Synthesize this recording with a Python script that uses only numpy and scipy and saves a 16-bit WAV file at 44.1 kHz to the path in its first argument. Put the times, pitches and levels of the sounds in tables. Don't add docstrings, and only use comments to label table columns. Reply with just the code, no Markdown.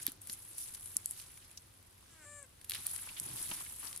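import sys
import numpy as np
from scipy import signal
from scipy.fft import rfft, irfft, next_fast_len
from scipy.io import wavfile
from scipy.ndimage import uniform_filter1d, map_coordinates

SR = 44100
rng = np.random.default_rng(int(sys.argv[2]) if len(sys.argv) > 2 else 0)


def file_out(sig):
    cols = np.atleast_2d(sig).T
    lim = np.clip(cols, -1, 1)
    pcm = np.round(lim * 32767).astype(np.int16)
    wavfile.write(sys.argv[1], SR, pcm)


N = 176400

# (frequency [Hz], gain [dB])
AIR_COLOUR = [(12, -25), (20, -9.5), (63, -3), (96, -0.5), (165, -11.5), (361, -13), (416, -16.5),
              (535, -18), (652, -19.5), (1080, -18), (2060, -21.5), (4930, -23.5), (11100, -31.5),
              (15200, -30), (16500, -55)]
CRISP_COLOUR = [(2000, -26), (5000, -23), (7500, -11.5), (9300, -4), (10300, 1), (11400, -2),
                (12500, -11.5), (15000, -18.5), (17000, -57)]
CRUNCH_COLOUR = [(200, -2.5), (550, -11.5), (1000, -3.5), (2000, -3.5), (3500, -1.5), (6000, -3),
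                 (9000, -6), (16000, -44)]
DRAG_COLOUR = [(30, -9), (80, -11), (130, 4.5), (220, -11), (320, 1), (460, -15), (1000, -12), (3000, -63)]
SWISH_COLOUR = [(600, -30), (2000, -23), (4000, -8.5), (6000, -4.5), (8000, -5.5), (10000, 4), (11400, 4.5),
                (12500, -5.5), (15000, -12), (17000, -60)]
SNAP_COLOUR = [(500, -50), (3000, -34), (5500, -11), (8000, -2), (10500, 8), (12500, 0), (15000, -13),
               (17000, -23)]
WOOD_COLOUR = [(300, -16), (900, -1), (1700, 14.5), (4100, 19.5), (5500, 11), (8000, -4), (16000, -25)]
# (frequency [Hz], left-right correlation [-1..1])
AIR_COHERENCE = [(60, 1), (130, 0.94), (260, 0.41), (600, 0), (2000, 0.096)]
CRISP_COHERENCE = [(7000, 0.091), (10500, -0.16)]
CRUNCH_COHERENCE = [(150, 1), (500, 0.071), (1500, 0.57), (5000, 0.062)]
# (frequency [Hz], level [dB], wander [Hz])
HUM_TONES = [(95, -71, 7), (535, -85, 6)]
# (time [s], relative level [dB])
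CRISP_LEVEL = [(0, -56), (.09, -50.5), (.14, -62.5), (.205, -74), (.22, -53), (.3, -57.5), (.5, -52),
               (.56, -54), (.65, -49), (.77, -54), (.9, -48.5), (.97, -51), (1.04, -60), (1.11, -45),
               (1.22, -76), (1.245, -56.5), (1.29, -56), (1.48, -62.5), (1.76, -66.5), (2.2, -65),
               (2.57, -67.5), (2.68, -61.5), (2.71, -47), (2.8, -48), (2.92, -44), (3.05, -48), (3.16, -52),
               (3.24, -45), (3.29, -48), (3.4, -43), (3.58, -45), (3.69, -47.5), (3.82, -49), (3.94, -50.5),
               (4, -54)]
CRUNCH_LEVEL = [(0, -60), (.1, -62), (.18, -73), (.3, -65), (.47, -67), (.64, -64), (.82, -65),
                (1.03, -66.5), (1.17, -63), (1.45, -68), (1.7, -74), (1.95, -75), (2.1, -68), (2.25, -70),
                (2.45, -77), (2.68, -72), (2.72, -59), (2.98, -57), (3.14, -61), (3.38, -54.5),
                (3.48, -56.5), (3.54, -52), (3.64, -59), (3.75, -64), (3.85, -56), (3.92, -61), (4, -64)]
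DRAG_LEVEL = [(0, -71), (1.2, -87.5), (2.7, -101), (3.16, -88), (3.21, -66), (3.26, -60.5), (3.36, -57.5),
              (3.44, -87), (3.5, -60), (3.57, -66.5), (3.68, -98), (3.85, -74), (4, -76)]
# (time [s], length [s], level [dB], left-right [dB])
SWISHES = [(.005, 0.036, -44, 1), (0.278, 0.082, -44.5, -0.5), (0.558, 0.11, -43.5, -0.5),
           (0.665, 0.036, -47.5, 12), (0.734, 0.029, -41.5, 2), (1.126, 0.13, -48.5, -0.5),
           (2.898, 0.022, -45.5, 4), (3.342, 0.12, -45, 5), (3.826, 0.084, -45, 16)]
# (time [s], relative level [dB], relative wood level [dB], left-right [dB], tear T60 [s], ring [Hz])
SNAPS = [(0.0285, -33, -23, 4, .025, 10500), (0.0664, -19, -15, -4, .007, 11300),
         (0.0772, -36, -1, 3, .012, 10500), (0.1197, -37, -28, 0, .003, 11500),
         (0.2168, -40.5, -23, 5, .015, 10500), (0.272, -35, -17, 3, .025, 10500),
         (0.2972, -34, -8, 4, .008, 10500), (0.3293, -31, -26, 1, .014, 10300),
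         (0.3343, -35, -21, 0, .004, 10000), (0.5812, -29, -25, 0, .025, 10200),
         (0.7485, -34.5, -13, 6, .012, 9700), (0.8585, -35, -19, 5, .02, 9700),
         (0.9679, -17, -36, 0, .0015, 10000), (1.0591, -22.5, -30, 0, .002, 10200),
         (1.1105, -28, -28, 0, .002, 10000), (1.1989, -42, -4, -1, .012, 10500),
         (1.3754, -46, -5, 2, .012, 10500), (1.5134, -46, -11, -1, .008, 10200),
         (2.4282, -40, -30, 11, .005, 8900), (2.6135, -45, -7, 3, .02, 10200),
         (2.6445, -39, -13, -2, .025, 11000), (2.6962, -28.5, -13, 0, .003, 11400),
         (2.6973, -26.5, -12, 2, .005, 11400), (2.709, -31, -5, -1, .002, 11500),
         (2.7194, -34, 2.5, 6, .002, 11400), (2.7363, -40, 2, -3, .004, 11000),
         (2.7484, -33, -6, 1, .005, 11000), (2.753, -38, 2, 1, .003, 11000),
         (2.7616, -41, 0, 2, .003, 10500), (2.8632, -35, -6, 0, .02, 10000),
         (2.8677, -21.5, -36, -2, .002, 11300), (2.9615, -31, -11, 6, .02, 10200),
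         (3.199, -24.5, -25, -3, .004, 10100), (3.9292, -38, -7, 7, .006, 10000),
         (3.9624, -32, -20, 4, .006, 9800), (3.9754, -32, -27, 11, .008, 10200)]
# (time [s], relative level [dB], resonance [Hz], T60 [s])
SCRAPES = [(0.066, -38, 1500, 0.021), (0.079, -42.5, 3900, 0.09), (0.297, -32, 5750, 0.025),
           (1.197, -48, 1730, 0.024), (1.573, -35.5, 5640, 0.036), (2.735, -39.5, 3540, 0.15),
           (2.75, -40.5, 3400, 0.094), (3.072, -36, 1040, 0.024), (3.087, -38, 2700, 0.064),
           (3.114, -48, 960, 0.043), (3.166, -41.5, 3000, 0.14), (3.512, -28.5, 2890, 0.035),
           (3.513, -38.5, 925, 0.063), (3.607, -34.5, 940, 0.021), (3.662, -43, 2220, 0.043),
           (3.825, -49, 1100, 0.43), (3.871, -35.5, 5000, 0.034)]
# (time [s], level [dB], frequency [Hz])
BUMPS = [(.082, -37, 276), (0.296, -49, 214), (0.96, -47.5, 217), (3.211, -48.5, 197), (3.515, -42, 195)]
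# (time [s], pitch [Hz], level [dB])
CHIRP = [(1.043, 6700, -80), (1.052, 7100, -58), (1.075, 7950, -55), (1.10, 8330, -61), (1.123, 8200, -56),
         (1.15, 8100, -75)]
# (time [s], pitch [Hz])
SQUEAK_PITCH = [(2.11, 672), (2.17, 642), (2.24, 596), (2.25, 576), (2.272, 585), (2.31, 586.5),
                (2.365, 584), (2.40, 575), (2.436, 550), (2.442, 526), (2.46, 512)]
# (time [s], relative level [dB], whistle gain [dB], creak [0..1])
SQUEAK_EFFORT = [(2.09, -77, -6, 0.6), (2.115, -68, 0, 1), (2.18, -63.5, -11, 1),
                 (2.236, -58.5, -4.5, 0.87), (2.25, -59.5, 2, 0.8), (2.262, -56.5, -1.5, .02),
                 (2.37, -55.5, 1.5, 0.04), (2.396, -54.5, 0, 0.1), (2.41, -58, -1.5, 0),
                 (2.452, -61, -2, 0.25), (2.465, -93, -12, .1)]
# (time [s], pitch scatter [fraction])
VOICE_CRACKS = [(2.249, .06), (2.41, .012), (2.438, .045)]
# (frequency [Hz], gain [dB])
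THROAT_COLOUR = [(150, -30), (300, -10), (540, -1), (586, -4), (880, -13), (1170, -5), (1500, 1),
                 (1640, -4), (1755, 0), (2340, -10), (2600, -9), (2930, -21), (6000, -50)]
WHISTLE_COLOUR = [(4500, -40), (5850, -24), (6150, -5), (6440, -14), (7020, -5), (7600, 1), (8190, -3),
                  (8780, -3), (9370, -11), (9950, -14), (11120, -14), (12000, -35)]
# (frequency [Hz], left-right [dB])
MIC_TILT = [(200, 0.5), (500, 0), (1500, -0.5), (5500, -0.5), (8500, 5), (11000, -1.5), (13000, -2.5)]


def amp(db):
    return 10 ** (np.asarray(db) / 20)


def unit(x):
    return x / np.sqrt(np.mean(x ** 2) + 1e-20)


def along(points, hz):
    knots_hz, values = np.transpose(points)
    return np.interp(np.log(hz + 1), np.log(knots_hz + 1), values)


def curves(rows):
    times_s, *columns = np.transpose(rows)
    return [np.interp(np.arange(N) / SR, times_s, column) for column in columns]


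def during(rows):
    t = np.arange(N) / SR
    return (t > rows[0][0]) & (t < rows[-1][0])


def wobble(rate_hz):
    knots = rng.standard_normal(int(N * rate_hz / SR) + 4)
    return map_coordinates(knots, [np.arange(N) * rate_hz / SR])


def panned(db):
    return unit(amp([[db / 2], [-db / 2]]))


def add(out, start_s, sound):
    i = max(round(start_s * SR), 0)
    out[:, i:i + sound.shape[-1]] += sound[..., :N - i]


def filtered(x, response):
    size = next_fast_len(N + SR // 2)
    return irfft(rfft(x, size) * response(np.fft.rfftfreq(size, 1 / SR)), size)[..., :N]


def struck(x, colour, size=1024):
    cepstrum = irfft(np.log(amp(along(colour, np.fft.rfftfreq(size, 1 / SR)))))
    cepstrum[1:size // 2] *= 2
    cepstrum[size // 2 + 1:] = 0
    impulse = irfft(np.exp(rfft(cepstrum)))
    return signal.fftconvolve(x, impulse[None] / np.linalg.norm(impulse), axes=1)[:, :N]


def spread(pair, colour, coherence):
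    def response(hz):
        angle = np.arccos(np.clip(along(coherence, hz), -1, 1)) / 2
        return amp(along(colour, hz)) * [np.cos(angle), np.sin(angle)]

    mid, side = filtered(pair, response)
    return unit(np.array([mid + side, mid - side]))


def grains(rate_hz, scatter_db, life_s, hiss, clump_db=2.3):
    hits = rng.random(N) < rate_hz / SR
    size = np.minimum(rng.exponential(size=N), 4)
    power = signal.lfilter([1], [1, -np.exp(-2 / (life_s * SR))], hits * amp(scatter_db * size) ** 2)
    crackle = np.sqrt(power / power.mean() + hiss ** 2) * rng.standard_normal((2, N))
    spectra = signal.stft(crackle, nperseg=256)[2]
    clumps = uniform_filter1d(rng.standard_normal(spectra.shape[1:]), size=10, axis=0)
    clumps = unit(uniform_filter1d(clumps, size=4, axis=1))
    return unit(signal.istft(spectra * amp(clump_db * clumps), nperseg=256)[1][:, :N])


def garden(air_db=-64):
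    drone = 0
    for hz, db, wander_hz in HUM_TONES:
        gain = amp(db + 3.8 * wobble(7))
        drone += gain * np.sin(2 * np.pi * np.cumsum(hz + wander_hz * wobble(14)) / SR)
    return amp(air_db) * spread(rng.standard_normal((2, N)), AIR_COLOUR, AIR_COHERENCE) + drone


def rustle(crisp_db=0.5, crunch_db=3, drag_db=4):
    blades = grains(rate_hz=540, scatter_db=3.5, life_s=.0023, hiss=1)
    litter = grains(rate_hz=700, scatter_db=3, life_s=.002, hiss=1)
    soil = grains(rate_hz=400, scatter_db=1.2, life_s=.006, hiss=.9)
    crisp = spread(blades, CRISP_COLOUR, CRISP_COHERENCE) * amp(curves(CRISP_LEVEL)[0] + crisp_db)
    crunch = spread(litter, CRUNCH_COLOUR, CRUNCH_COHERENCE) * amp(curves(CRUNCH_LEVEL)[0] + crunch_db)
    drag = spread(soil, DRAG_COLOUR, CRUNCH_COHERENCE) * amp(curves(DRAG_LEVEL)[0] + drag_db)
    return crisp + crunch + drag


def swishes():
    swell = np.zeros((2, N))
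    for start_s, length_s, db, pan_db in SWISHES:
        arch = np.sin(np.linspace(0, np.pi, int(length_s * SR)))
        add(swell, start_s, amp(db) * panned(pan_db) * arch)
    crackle = grains(rate_hz=1200, scatter_db=3, life_s=.0012, hiss=.6)
    return swell * spread(crackle, SWISH_COLOUR, CRISP_COHERENCE)


def snaps(gain_db=15.3, wood_gain_db=1.5, clean_break_s=.003, colour_peak_hz=10500, mic_lag_s=25e-6):
    out, t = np.zeros((2, N)), np.arange(SR // 10) / SR

    def burst(energy_db, t60_s, channels):
        noise = amp(-60 * t / t60_s) * rng.standard_normal((channels, len(t)))
        return amp(energy_db) * noise / np.linalg.norm(noise, axis=1, keepdims=True)

    for start_s, db, wood_db, pan_db, tear_s, ring_hz in SNAPS:
        crack = (t == 0) + tear_s / clean_break_s * burst(0, tear_s, channels=1)[0]
        pair = np.array([crack, np.roll(crack, round(mic_lag_s * SR))]) / np.linalg.norm(crack)
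        splinters = burst(energy_db=-7, t60_s=.016, channels=2)
        litter = burst(energy_db=-17, t60_s=.05, channels=2)
        stalk_colour = np.array(SNAP_COLOUR) * [ring_hz / colour_peak_hz, 1]
        for colour, part_db in (stalk_colour, 0), (WOOD_COLOUR, wood_db + wood_gain_db):
            ring = struck(pair + splinters + litter, colour)
            ring /= np.linalg.norm(ring, axis=1, keepdims=True)
            add(out, start_s, amp(db + part_db + gain_db) * panned(pan_db) * ring)
    return out


def scrapes(gain_db=-5.5, q=2.76, rise_s=.0014):
    out, t = np.zeros((2, N)), np.arange(SR // 8) / SR
    for start_s, db, hz, t60_s in SCRAPES:
        mid, side = unit(signal.lfilter(*signal.iirpeak(hz, q, SR), rng.standard_normal((2, len(t)))))
        envelope = amp(db + gain_db - 60 * t / t60_s) * (1 - np.exp(-t / rise_s))
        add(out, start_s, envelope * (mid + .85 * np.array([side, -side])))
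    return out


def bumps(t60_s=.036, rise_s=.00074):
    out, t = np.zeros((2, N)), np.arange(SR // 8) / SR
    for start_s, db, hz in BUMPS:
        envelope = amp(db - 60 * t / t60_s) * (1 - np.exp(-t / rise_s))
        add(out, start_s, envelope * np.sin(2 * np.pi * hz * t))
    return out


def chirp(flutter_db=1.5, jitter=.0032):
    hz, db = curves(CHIRP)
    envelope = during(CHIRP) * amp(db + flutter_db * wobble(100))
    return envelope * np.sin(2 * np.pi * np.cumsum(hz * (1 + jitter * wobble(210))) / SR)


def squeak(gain_db=-2, whistle_pan_db=8.5, jitter=.001, creak_jitter=.005, crack_s=.005):
    pitch_hz, = curves(SQUEAK_PITCH)
    level_db, whistle_db, creak = curves(SQUEAK_EFFORT)
    on, t = during(SQUEAK_EFFORT), np.arange(N) / SR
    cracking = sum(depth * np.exp(-((t - at_s) / crack_s) ** 2) for at_s, depth in VOICE_CRACKS)
    scatter = jitter + creak_jitter * creak + cracking
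    hz = (pitch_hz * (1 + scatter * wobble(500)))[on]
    orders = np.arange(1, 42)[:, None] / 2
    weights = np.where(orders % 1 > 0, creak[on], 1 - .41 * creak[on])
    lines = weights * np.sin(2 * np.pi * (orders * np.cumsum(hz) / SR + rng.random(orders.shape)))
    throat = (lines * amp(along(THROAT_COLOUR, orders * hz))).sum(0)
    whistle = (lines * amp(along(WHISTLE_COLOUR, orders * hz))).sum(0) * amp(whistle_db[on])
    out = np.zeros((2, N))
    out[:, on] = amp(level_db[on] + gain_db) * (throat + whistle * panned(whistle_pan_db))
    return out


def scene():
    return garden() + rustle() + swishes() + snaps() + scrapes() + bumps() + chirp() + squeak()


def record(dry, top_hz=16400):
    def response(hz):
        tilt = amp(along(MIC_TILT, hz) * np.array([[.5], [-.5]]))
        return tilt / np.sqrt(1 + (hz / top_hz) ** 120)

    return filtered(dry, response)


dry = scene()
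out = record(dry)
file_out(out)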